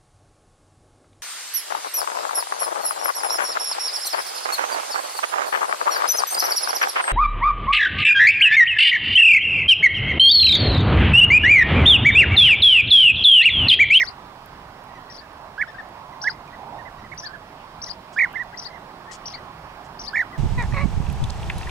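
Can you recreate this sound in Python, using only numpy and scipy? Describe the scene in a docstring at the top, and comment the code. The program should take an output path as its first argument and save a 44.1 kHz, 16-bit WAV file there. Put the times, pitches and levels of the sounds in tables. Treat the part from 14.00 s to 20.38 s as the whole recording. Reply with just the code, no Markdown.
"""A close bee-eater's rolling whistle and a sparrow's chirp on the left open the scene, in open countryside.
The colony answers further off in short arched whistles; all whistles are phasors with gliding pitch.
Pulse trains rasp, decaying sines tick close by, noise puffs whoosh softly, perhaps from wings.
Scattered echoes follow the birds. A distant road, shaped noise, drones on the right over microphone hiss."""
import sys
import numpy as np
from scipy import signal
from scipy.fft import rfft, irfft, next_fast_len
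from scipy.io import wavfile
from scipy.ndimage import uniform_filter1d, map_coordinates

SR = 44100
rng = np.random.default_rng(int(sys.argv[2]) if len(sys.argv) > 2 else 0)


def dump_mix(stems):
    """Bounce the given channels to the path in sys.argv[1] as a 16-bit WAV at rate SR."""
    frames = np.atleast_2d(stems).T  # one column per channel
    limited = np.clip(frames, -1, 1)  # hard clip at full scale
    pcm = np.round(limited * 32767).astype(np.int16)
    wavfile.write(sys.argv[1], SR, pcm)


N = 281358

# Close bee-eater's calls: start t/s, end t/s, held f/Hz, level/dB before throat, left-right/dB, overtones/dB
NEAR_CALLS = [(-.033, 0.045, 1883, -11.5, 0.5, -53), (1.578, 1.644, 1773, -12, -0.5, -57),
              (2.238, 2.302, 1753, -10.5, -0.5, -54), (4.161, 4.264, 1846, -11.5, 0, -55.5),
              (4.336, 4.438, 1784, -23, -5, -65), (6.131, 6.236, 1803, -11, 0.5, -51)]
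# Upward pitch flicks in them: crest t/s, crest f/Hz, rise/s, hold/s, fall/s, level change at crest/dB
ROLLS = [(-.002, 2355, 0.00404, .005, 0.0065, 2.5), (0.021, 2124, .004, 0.00384, 0.01, 1),
         (1.6177, 2278, 0.0053, .0035, 0.0074, -3), (2.2793, 2130, .008, 0.00088, 0.0073, -2.5),
         (4.1912, 2380, 0.0043, .006, 0.0046, 1.5), (4.213, 2277, .008, .0045, 0.012, 2),
         (4.24, 2228, 0.0083, 0.00094, 0.0095, -0.5), (4.359, 2063, 0.0022, .011, .005, 0.5),
         (4.404, 1950, 0.015, 0.013, 0.011, -0.5), (6.1606, 2344, 0.0037, .006, .006, -6.5),
         (6.184, 2276, 0.0083, 0.0049, 0.0061, -8), (6.209, 2020, 0.0088, 0.0025, .007, -5)]
# Close bee-eater's overtones: multiple of f, relative level/dB
OVERTONES = [(2, 1.5), (3, 0), (4, -14), (5, -17), (6, -19.5), (7, -22)]
# Its loudness against pitch: f/Hz, level/dB
THROAT = [(1300, -16.5), (1500, -15), (1650, -14), (1800, -4.5), (1950, 0.5), (2050, -0.5), (2250, -2),
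          (2450, -4.5)]
# How the microphone ports take it: f/Hz, left-right/dB, left lead/rad
NEAR_SIDES = [(1500, -4, -.2), (1650, -6, 0), (1900, -5, -.1), (2100, -8, 0), (2250, -6, .8),
              (2400, -3, .6)]
START_HZ, SCOOP_HZ, SCOOP_S, ONSET_S = 1372, 1616, 0.00797, 0.0029  # fade in, quick scoop, then glide to held pitch
DROP_HZ, END_HZ, OVERTONES_FADE_DB = 1720, 1360, -1.5  # drop after last roll, end pitch, overtone change over a call

# Colony whistles: t/s, length/s, start f/Hz, crest f/Hz, end f/Hz, level/dB, left-right/dB, octave/dB
COLONY_CALLS = [(0.886, 0.04, 1940, 1930, 1880, -50.5, -2, -24),
                (0.949, 0.036, 1915, 1994, 1790, -45.5, -1, -17),
                (1.09, 0.03, 1820, 1940, 1780, -45, 2, -24),
                (1.196, 0.068, 1515, 1760, 1510, -48.5, -1, -24),
                (1.31, 0.03, 1400, 1770, 1680, -51, -18, -24),
                (1.674, 0.0334, 1464, 1793, 1760, -36.5, 9, -18),
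                (1.742, 0.024, 1440, 1584, 1600, -37, 5, -26),
                (1.782, 0.03, 1680, 1850, 1600, -30.5, 6.5, -29),
                (2.125, 0.018, 1680, 2040, 1920, -46, -4, -24),
                (2.473, 0.024, 2160, 2460, 2040, -47.5, -14, -24),
                (2.526, 0.033, 1780, 1980, 1800, -42.5, -1, -31),
                (2.783, 0.037, 1720, 1900, 1580, -39, -18, -31),
                (2.851, 0.044, 1960, 2055, 1490, -38.5, -16, -35),
                (2.98, 0.03, 1880, 1910, 1800, -51, -2, -14),
                (3.038, 0.032, 1860, 2030, 1800, -45, -3, -26),
                (3.116, 0.0257, 1800, 2250, 1560, -31.5, -14, -37),
                (3.231, 0.046, 1600, 1800, 1510, -33.5, -20, -25),
                (3.279, 0.045, 1505, 1546, 1530, -40, -17, -27),
                (3.332, 0.03, 1620, 1714, 1440, -33.5, -16, -28),
                (3.87, 0.027, 1830, 2030, 1590, -42, -4, -24),
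                (4.528, 0.014, 1400, 1590, 1750, -37, 11, -24),
                (4.541, 0.014, 1750, 2000, 1880, -35.5, 12, -28),
                (4.621, 0.036, 2070, 1930, 2020, -51, 3, -24),
                (4.657, 0.039, 1640, 2010, 1580, -41.5, -20, -24),
                (4.703, 0.022, 2040, 2070, 1990, -45, -4, -24),
                (4.728, 0.055, 1840, 2120, 1550, -40.5, -19, -24),
                (5.074, 0.037, 1730, 1830, 2150, -41, 13, -32),
                (5.109, 0.015, 1970, 1920, 1750, -37, 20, -24),
                (5.336, 0.028, 1860, 2310, 1810, -38.5, -4, -19),
                (5.376, 0.02, 1760, 2010, 1884, -42.5, -2, -24),
                (6.078, 0.051, 1684, 1780, 1720, -47.5, -2, -25),
                (6.326, 0.041, 2040, 1976, 1600, -38.5, 10, -38)]
CREST_SHARE, FAR_START_DB, FAR_END_DB, FAR_ONSET_S = .35, -2, -1.5, 0.0023  # crest at share of length; ends re crest

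# Sparrow's chirps: t/s, arch/dB, burr/dB, rise/dB, pitch factor of arch and burr, pitch factor of rise
CHIRPS = [(-.01, -27.5, -29, -22, 1.02, 0.98), (1.097, -35, -32.5, -31, 0.99, .97),
          (2.213, -25, -30.5, -24, 1.006, 1.02), (3.174, -28, -31, -25, 1.036, 0.97),
          (3.815, -23.5, -25.5, -21, 1.017, 1.01), (4.571, -26, -28.5, -23.5, 1.004, .98),
          (5.254, -26.5, -28.5, -27, 1, 0.94), (5.99, -28, -27.5, -22.5, 1.01, 0.99)]
# Sparrow's three notes, before random detuning: t/s, f/Hz, level/dB
ARCH = [(0, 3960, -21), (.004, 4800, -5), (.0081, 5680, -5), (.0212, 5660, -7), (0.0266, 5780, -1),
        (0.03, 4800, -5.5), (0.0333, 3100, -20.5)]
BURR = [(0, 5420, -13), (.009, 5520, -28), (.013, 5050, -12.5), (.021, 4700, -12), (0.036, 5240, -12.5),
        (.0443, 5400, -16)]
RISE = [(0, 3200, -27), (.0088, 3800, -20), (.016, 4580, -10.5), (.0222, 4750, -5.5), (.0328, 4930, -5.5),
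        (0.036, 4270, -13.5), (.0423, 4650, -34), (.0496, 5000, -25), (.056, 5460, -22)]
# Voicing of arch, burr, rise: start t/s, second voice offset f/Hz, its share, octave/dB, breath share
VOICING = [(0, -700, 0.11, -33, 0.14), (.034, 547.5, 0.62, -15.5, 0.58), (0.068, -300, 0.37, -27.5, 0.15)]
# Sparrow's side: f/Hz, left-right/dB
SPARROW_PAN = [(3500, 12.5), (4700, 17), (5200, 17.5), (5700, 0.5), (10000, -1)]

# Rasps: t/s, length/s, nominal pulse rate/Hz, pulse level/dB before colour, left-right/dB, noise factor
RASPS = [(4.126, 0.032, 1400, -46.5, -4, 0.97), (5.11, .06, 1000, -37, 9.5, 0.67),
         (5.84, .04, 690, -54, -11, 0.63)]
# Rasp filter: f/Hz, gain/dB
RASP_COLOUR = [(1500, -26), (2400, -2), (3800, -8.5), (5000, 0.5), (7500, -2), (9000, -11.5), (11000, -21),
               (12500, -32)]
# Ticks: t/s, peak level/dB, f/Hz, left-right/dB
TICKS = [(0.461, -28.5, 12000, 19), (0.841, -38, 10100, -11), (1.3312, -40, 10470, -13),
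         (1.8898, -40, 9820, -12), (2.4779, -40, 6080, -2), (3.1474, -37, 9500, -11),
         (4.3307, -32, 12600, 17), (4.4365, -39.5, 7160, -6)]
# Soft noise puffs: t/s, half length/s, centre f/Hz, level/dB
PUFFS = [(3.608, .03, 2800, -54.5), (4.326, 0.041, 2900, -52.5), (5.28, 0.033, 3030, -51)]
# Reflections off trees and banks: f/Hz, t60/s
ECHO_T60 = [(1000, 0.34), (2500, 0.24), (4000, 0.096), (6000, 0.058), (12000, 0.14)]

# Road levels: t/s, tyre roar/dB, engine rumble/dB
ROAD_LEVELS = [(0.0, -43, -48), (1.33, -44, -50.5), (2.65, -43.5, -47.5), (3.25, -44, -49),
               (5.24, -43, -48.5), (6.38, -42, -44)]
# Vehicles come out from cover: t/s, half length/s, centre f/Hz, level/dB
SWELLS = [(2.15, 0.21, 930, -44.5), (2.722, .12, 850, -39)]
# Tyre roar spectrum: f/Hz, density/dB
TYRES = [(250, -33.5), (400, -11.5), (520, -9), (700, -2.5), (1050, -1), (1400, -9.5), (2400, -17),
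         (5500, -26.5), (6100, -38), (9000, -73)]
# Engine rumble spectrum: f/Hz, density/dB
ENGINES = [(12, -31), (25, 0), (80, -3.5), (145, -1.5), (400, -8.5), (700, -41)]
# Left-right likeness of the road noise: f/Hz, correlation
ALIKE = [(30, 1), (100, .99), (230, 0.98), (440, 0.71), (870, 0.96), (1700, 0.71), (3300, 0.35),
         (6400, 0.38), (10000, .05)]
# Road's side: f/Hz, left-right/dB
ROAD_PAN = [(60, 0), (170, -1), (280, -3.5), (480, -5.5), (810, -9.5), (1350, -10.5), (2280, -6),
            (3500, -2), (5200, -3.5), (6400, -5.5)]
ROAD_LAG_S = .00013  # left port behind right
# Microphone hiss spectrum: f/Hz, density/dB
HISS = [(3000, -5.5), (6500, -2), (9000, -6.5), (16000, -9)]
TOP_HZ = 15790


def amp(db):
    """Gain of a level in dB."""
    return 10 ** (np.asarray(db) / 20)


def unit(x):
    """x at rms 1."""
    return x / np.sqrt(np.mean(x ** 2) + 1e-20)


def along(points, hz):
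    """Interpolate (Hz, value) points on a log frequency axis."""
    f, v = np.transpose(points)
    return np.interp(np.log(hz + 1), np.log(f + 1), v)


def wobble(rate_hz, size=N):
    """Smooth random curve with rate_hz knots a second."""
    knots = rng.standard_normal(int(size * rate_hz / SR) + 4)
    return map_coordinates(knots, [np.arange(size) * rate_hz / SR])


def filtered(x, response):
    """Apply a complex response of frequency in the spectrum."""
    m = next_fast_len(N + SR // 2)
    return irfft(rfft(x, m) * response(np.fft.rfftfreq(m, 1 / SR)), m)[..., :N]


def sides(pan_db, lead_rad=0):
    """Left and right gains that share a source's power, with a phase lead on the left."""
    left = 1 / (1 + amp(-2 * np.asarray(pan_db)))
    gains = np.sqrt(2 * np.array([left, 1 - left]))
    return gains * np.exp(.5j * np.array([lead_rad, -lead_rad]))


def add(out, start_s, sound):
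    """Mix a sound in from start_s, cut at both ends of the scene."""
    i = round(start_s * SR)
    sound = sound[..., max(-i, 0):N - i]
    out[..., max(i, 0):max(i, 0) + sound.shape[-1]] += sound


def whistle(rows, overtones, jitter_hz, follow=1, breath=0, fade_db=0, edge_s=.0005):
    """Syrinx tone: a turning phasor from rows (s, Hz, dB); overtones follow a share of its level changes."""
    s, hz, db = np.transpose(rows)
    t = np.arange(s[0], s[-1], 1 / SR)
    pitch_hz = uniform_filter1d(np.interp(t, s, hz), size=45) + jitter_hz * wobble(408, size=len(t))
    phase = 2 * np.pi * (np.cumsum(pitch_hz) / SR + rng.random())
    level_db = np.interp(t, s, db)

    upper = np.zeros(len(t), dtype=complex)
    for k, step_db in overtones:
        flicker_db = 5 * wobble(450, size=len(t))  # each overtone comes and goes
        upper += amp(step_db + flicker_db) * np.exp(1j * k * phase)
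    follow_db = (follow - 1) * (level_db - db.max())
    upper = upper * amp(follow_db + fade_db * np.linspace(-.5, .5, len(t)))

    # breath blurs each line
    turbulence = 1 + breath * (wobble(1495, size=len(t)) + 1j * wobble(1476, size=len(t)))
    ends = np.clip(np.minimum(t - s[0], s[-1] - t) / edge_s, 0, 1)
    return amp(level_db) * ends * turbulence * (np.exp(1j * phase) + upper)


def bee_eater():
    """Rolling whistles: scoop, held pitch flicked up one to three times, drop; loudness follows pitch."""
    out = np.zeros((2, N))
    for start, end, held_hz, db, shift_db, upper_db in NEAR_CALLS:
        rolls = [roll for roll in ROLLS if start <= roll[0] < end]
        t = np.arange(start, end, 1 / SR)
        first_crest, _, lead_in, *_ = rolls[0]
        last_crest, _, _, linger, lead_out, _ = rolls[-1]
        drop = last_crest + linger
        line_hz = np.interp(t, [start, start + SCOOP_S, first_crest - lead_in, drop, drop + lead_out, end],
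                            [START_HZ, SCOOP_HZ, held_hz, held_hz, DROP_HZ, END_HZ])
        pitch_hz, level_db = line_hz, db
        for crest, crest_hz, rise, hold, fall, change_db in rolls:
            flick = np.interp(t, [crest - rise, crest, crest + hold, crest + hold + fall], [0, 1, 1, 0])
            pitch_hz = pitch_hz + flick * (crest_hz - line_hz)
            level_db = level_db + flick * change_db
        rows = np.transpose([t, pitch_hz, level_db + along(THROAT, pitch_hz)])
        overtones = [(k, step_db + upper_db - db) for k, step_db in OVERTONES]
        tone = whistle(rows, overtones, jitter_hz=3.6, follow=0.09, breath=0.0049,
                       fade_db=OVERTONES_FADE_DB, edge_s=ONSET_S)
        add(out, start, np.real(sides(shift_db)[:, None] * tone))
    f, pan_db, lead_rad = np.transpose(NEAR_SIDES)
    return filtered(out, lambda hz: sides(np.interp(hz, f, pan_db), np.interp(hz, f, lead_rad)))


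def colony():
    """Short arched whistles; a bird to one side leads in phase at that port."""
    out = np.zeros((2, N))
    for s, length, start_hz, crest_hz, end_hz, db, pan_db, octave_db in COLONY_CALLS:
        u = np.linspace(0, 1, round(length * SR))
        arch = np.sin(np.pi / 2 * np.interp(u, [0, CREST_SHARE, 1], [0, 1, 0]))
        rising = u < CREST_SHARE
        edge_hz = np.where(rising, start_hz, end_hz)
        edge_db = np.where(rising, FAR_START_DB, FAR_END_DB)
        rows = np.transpose([u * length, edge_hz + arch * (crest_hz - edge_hz), db + (1 - arch) * edge_db])
        tone = whistle(rows, [(2, octave_db), (3, octave_db - 3)], jitter_hz=23, follow=0.65,
                       breath=0.053, edge_s=FAR_ONSET_S)
        add(out, s, np.real(sides(pan_db, lead_rad=0.11 * pan_db)[:, None] * tone))
    return out


def sparrow():
    """Each chirp is an arch, a burr and a fluttering rise, of two voices mixing in the throat."""
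    out = np.zeros(N)
    for s, *levels_db, high, low in CHIRPS:
        notes = zip([ARCH, BURR, RISE], [high, high, low], levels_db, VOICING)
        for shape, factor, db, (after, apart_hz, share, octave_db, breath) in notes:
            detune = rng.standard_normal((len(shape), 3)) * [0, 35, 1.2]  # s, Hz, dB: no two alike
            rows = np.array(shape) * [1, factor, 1] + detune
            first = whistle(rows, [], jitter_hz=47, breath=breath)
            second = share * whistle(rows + [0, apart_hz, 0], [], jitter_hz=45, breath=breath)
            voices = first + second
            blurred_octave = amp(octave_db) * voices ** 2
            add(out, s + after, amp(db) * np.real(voices + blurred_octave))
    return filtered(out, lambda hz: sides(along(SPARROW_PAN, hz), lead_rad=1.62 + 0 * hz))


def rasps():
    """Small bird's rasp: a train of sharp pulses that quickens, slows and breaks into noise."""
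    out = np.zeros((2, N))
    for s, length, rate_hz, db, pan_db, noisy in RASPS:
        u = np.linspace(0, 1, round(length * SR))
        speed = .85 + .3 * np.sin(np.pi * u) + 0.059 * wobble(293, size=len(u))
        turns = np.cumsum(rate_hz / SR * speed)
        pulses = np.cos(2 * np.pi * np.arange(1, 14)[:, None] * turns).sum(axis=0)  # 13 harmonics
        pulses = unit(pulses) * amp(2.2 * wobble(890, size=len(u)))
        noise = noisy * (.4 + 2 * u) * rng.standard_normal(len(u))
        envelope = np.sin(np.pi * u ** 0.6) ** 1.03
        add(out, s, amp(db) * np.real(sides(pan_db))[:, None] * envelope * (pulses + noise))
    return filtered(out, lambda hz: amp(along(RASP_COLOUR, hz)))


def ticks():
    """Tiny dry ticks: sines that decay 60 dB in 1.3 ms."""
    out, t = np.zeros((2, N)), np.arange(SR // 200) / SR
    for s, db, hz, pan_db in TICKS:
        ring = np.sin(2 * np.pi * hz * t) * amp(db - 60 * t / 0.0013)
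        add(out, s, np.real(sides(pan_db))[:, None] * ring)
    return out


def puffs():
    """Brief soft whooshes, perhaps of wings: band noise under bell envelopes."""
    t, out = np.arange(N) / SR, np.zeros((2, N))
    for at, half, centre_hz, db in PUFFS:
        white = rng.standard_normal((2, N))
        noise = unit(filtered(white, lambda hz: np.exp(-.5 * ((hz - centre_hz) / 450) ** 2)))
        out = out + amp(db) * np.exp(-.5 * ((t - at) / half) ** 2) * noise
    return out


def echo(x):
    """Scattered reflections: each frequency dies at its own speed, new pattern every quarter second."""
    out, step = np.zeros((2, N)), SR // 4
    for i in range(0, N, step):
        hz, t, z = signal.stft(rng.standard_normal((2, SR // 3)), SR, nperseg=256)
        decay = amp(-60 * t / along(ECHO_T60, hz)[:, None])
        tail = signal.istft(z * decay, SR, nperseg=256)[1]
        tail = tail / np.linalg.norm(tail[0])
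        add(out, i / SR + .006, signal.fftconvolve(x[:, i:i + step], tail, axes=1))
    return out


def rush(spectrum, patchy_db):
    """Stereo road noise, its mean channel at rms 1, with patches of random gain in time and frequency."""
    z = signal.stft(rng.standard_normal((2, N)), nperseg=512)[2]
    field = uniform_filter1d(rng.standard_normal(z.shape[1:]), 5, 0)
    field = uniform_filter1d(field, 16, 1)
    pair = signal.istft(z * amp(patchy_db * unit(field)), nperseg=512)[1][:, :N]

    def common_and_side(hz):
        turn = np.arccos(np.clip(along(ALIKE, hz), -1, 1)) / 2
        return amp(along(spectrum, hz)) * [np.cos(turn), np.sin(turn)]

    def placement(hz):
        lag_rad = 2 * np.pi * hz * ROAD_LAG_S * (hz > 700)
        return sides(along(ROAD_PAN, hz), -lag_rad)

    common, side = filtered(pair, common_and_side)
    both = filtered(np.array([common + side, common - side]), placement)
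    return both / np.sqrt(np.mean(both.mean(axis=0) ** 2))


def road():
    """Tyre roar and engine rumble swell as vehicles pass far away."""
    s, tyres_db, engines_db = np.transpose(ROAD_LEVELS)
    t = np.arange(N) / SR
    tyres = amp(np.interp(t, s, tyres_db) + 0.18 * wobble(4.58)) * rush(TYRES, patchy_db=1.23)
    for at, half, centre, db in SWELLS:
        band = [(20, -120), (.75 * centre, -6), (centre, 0), (1.25 * centre, -5), (3 * centre, -120)]
        tyres = tyres + amp(db) * np.exp(-.5 * ((t - at) / half) ** 2) * rush(band, patchy_db=0.0)
    engines = amp(np.interp(t, s, engines_db)) * rush(ENGINES, patchy_db=1.64)
    return tyres + engines


def scene():
    """Birds with their echoes, ticks and puffs over the road."""
    near, flock, small = bee_eater(), colony(), sparrow() + rasps()
    echoes = echo(amp(-25.5) * near + amp(-16) * flock + amp(-8) * small)
    return near + flock + small + ticks() + puffs() + echoes + road()


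def record(dry):
    """Each microphone port adds its own hiss; nothing is kept from TOP_HZ up."""
    white = rng.standard_normal((2, N))
    hiss = amp(-62.5) * unit(filtered(white, lambda hz: amp(along(HISS, hz)) * (hz > 1500)))
    return filtered(dry + hiss, lambda hz: hz < TOP_HZ)


dry = scene()
out = record(dry)
dump_mix(out)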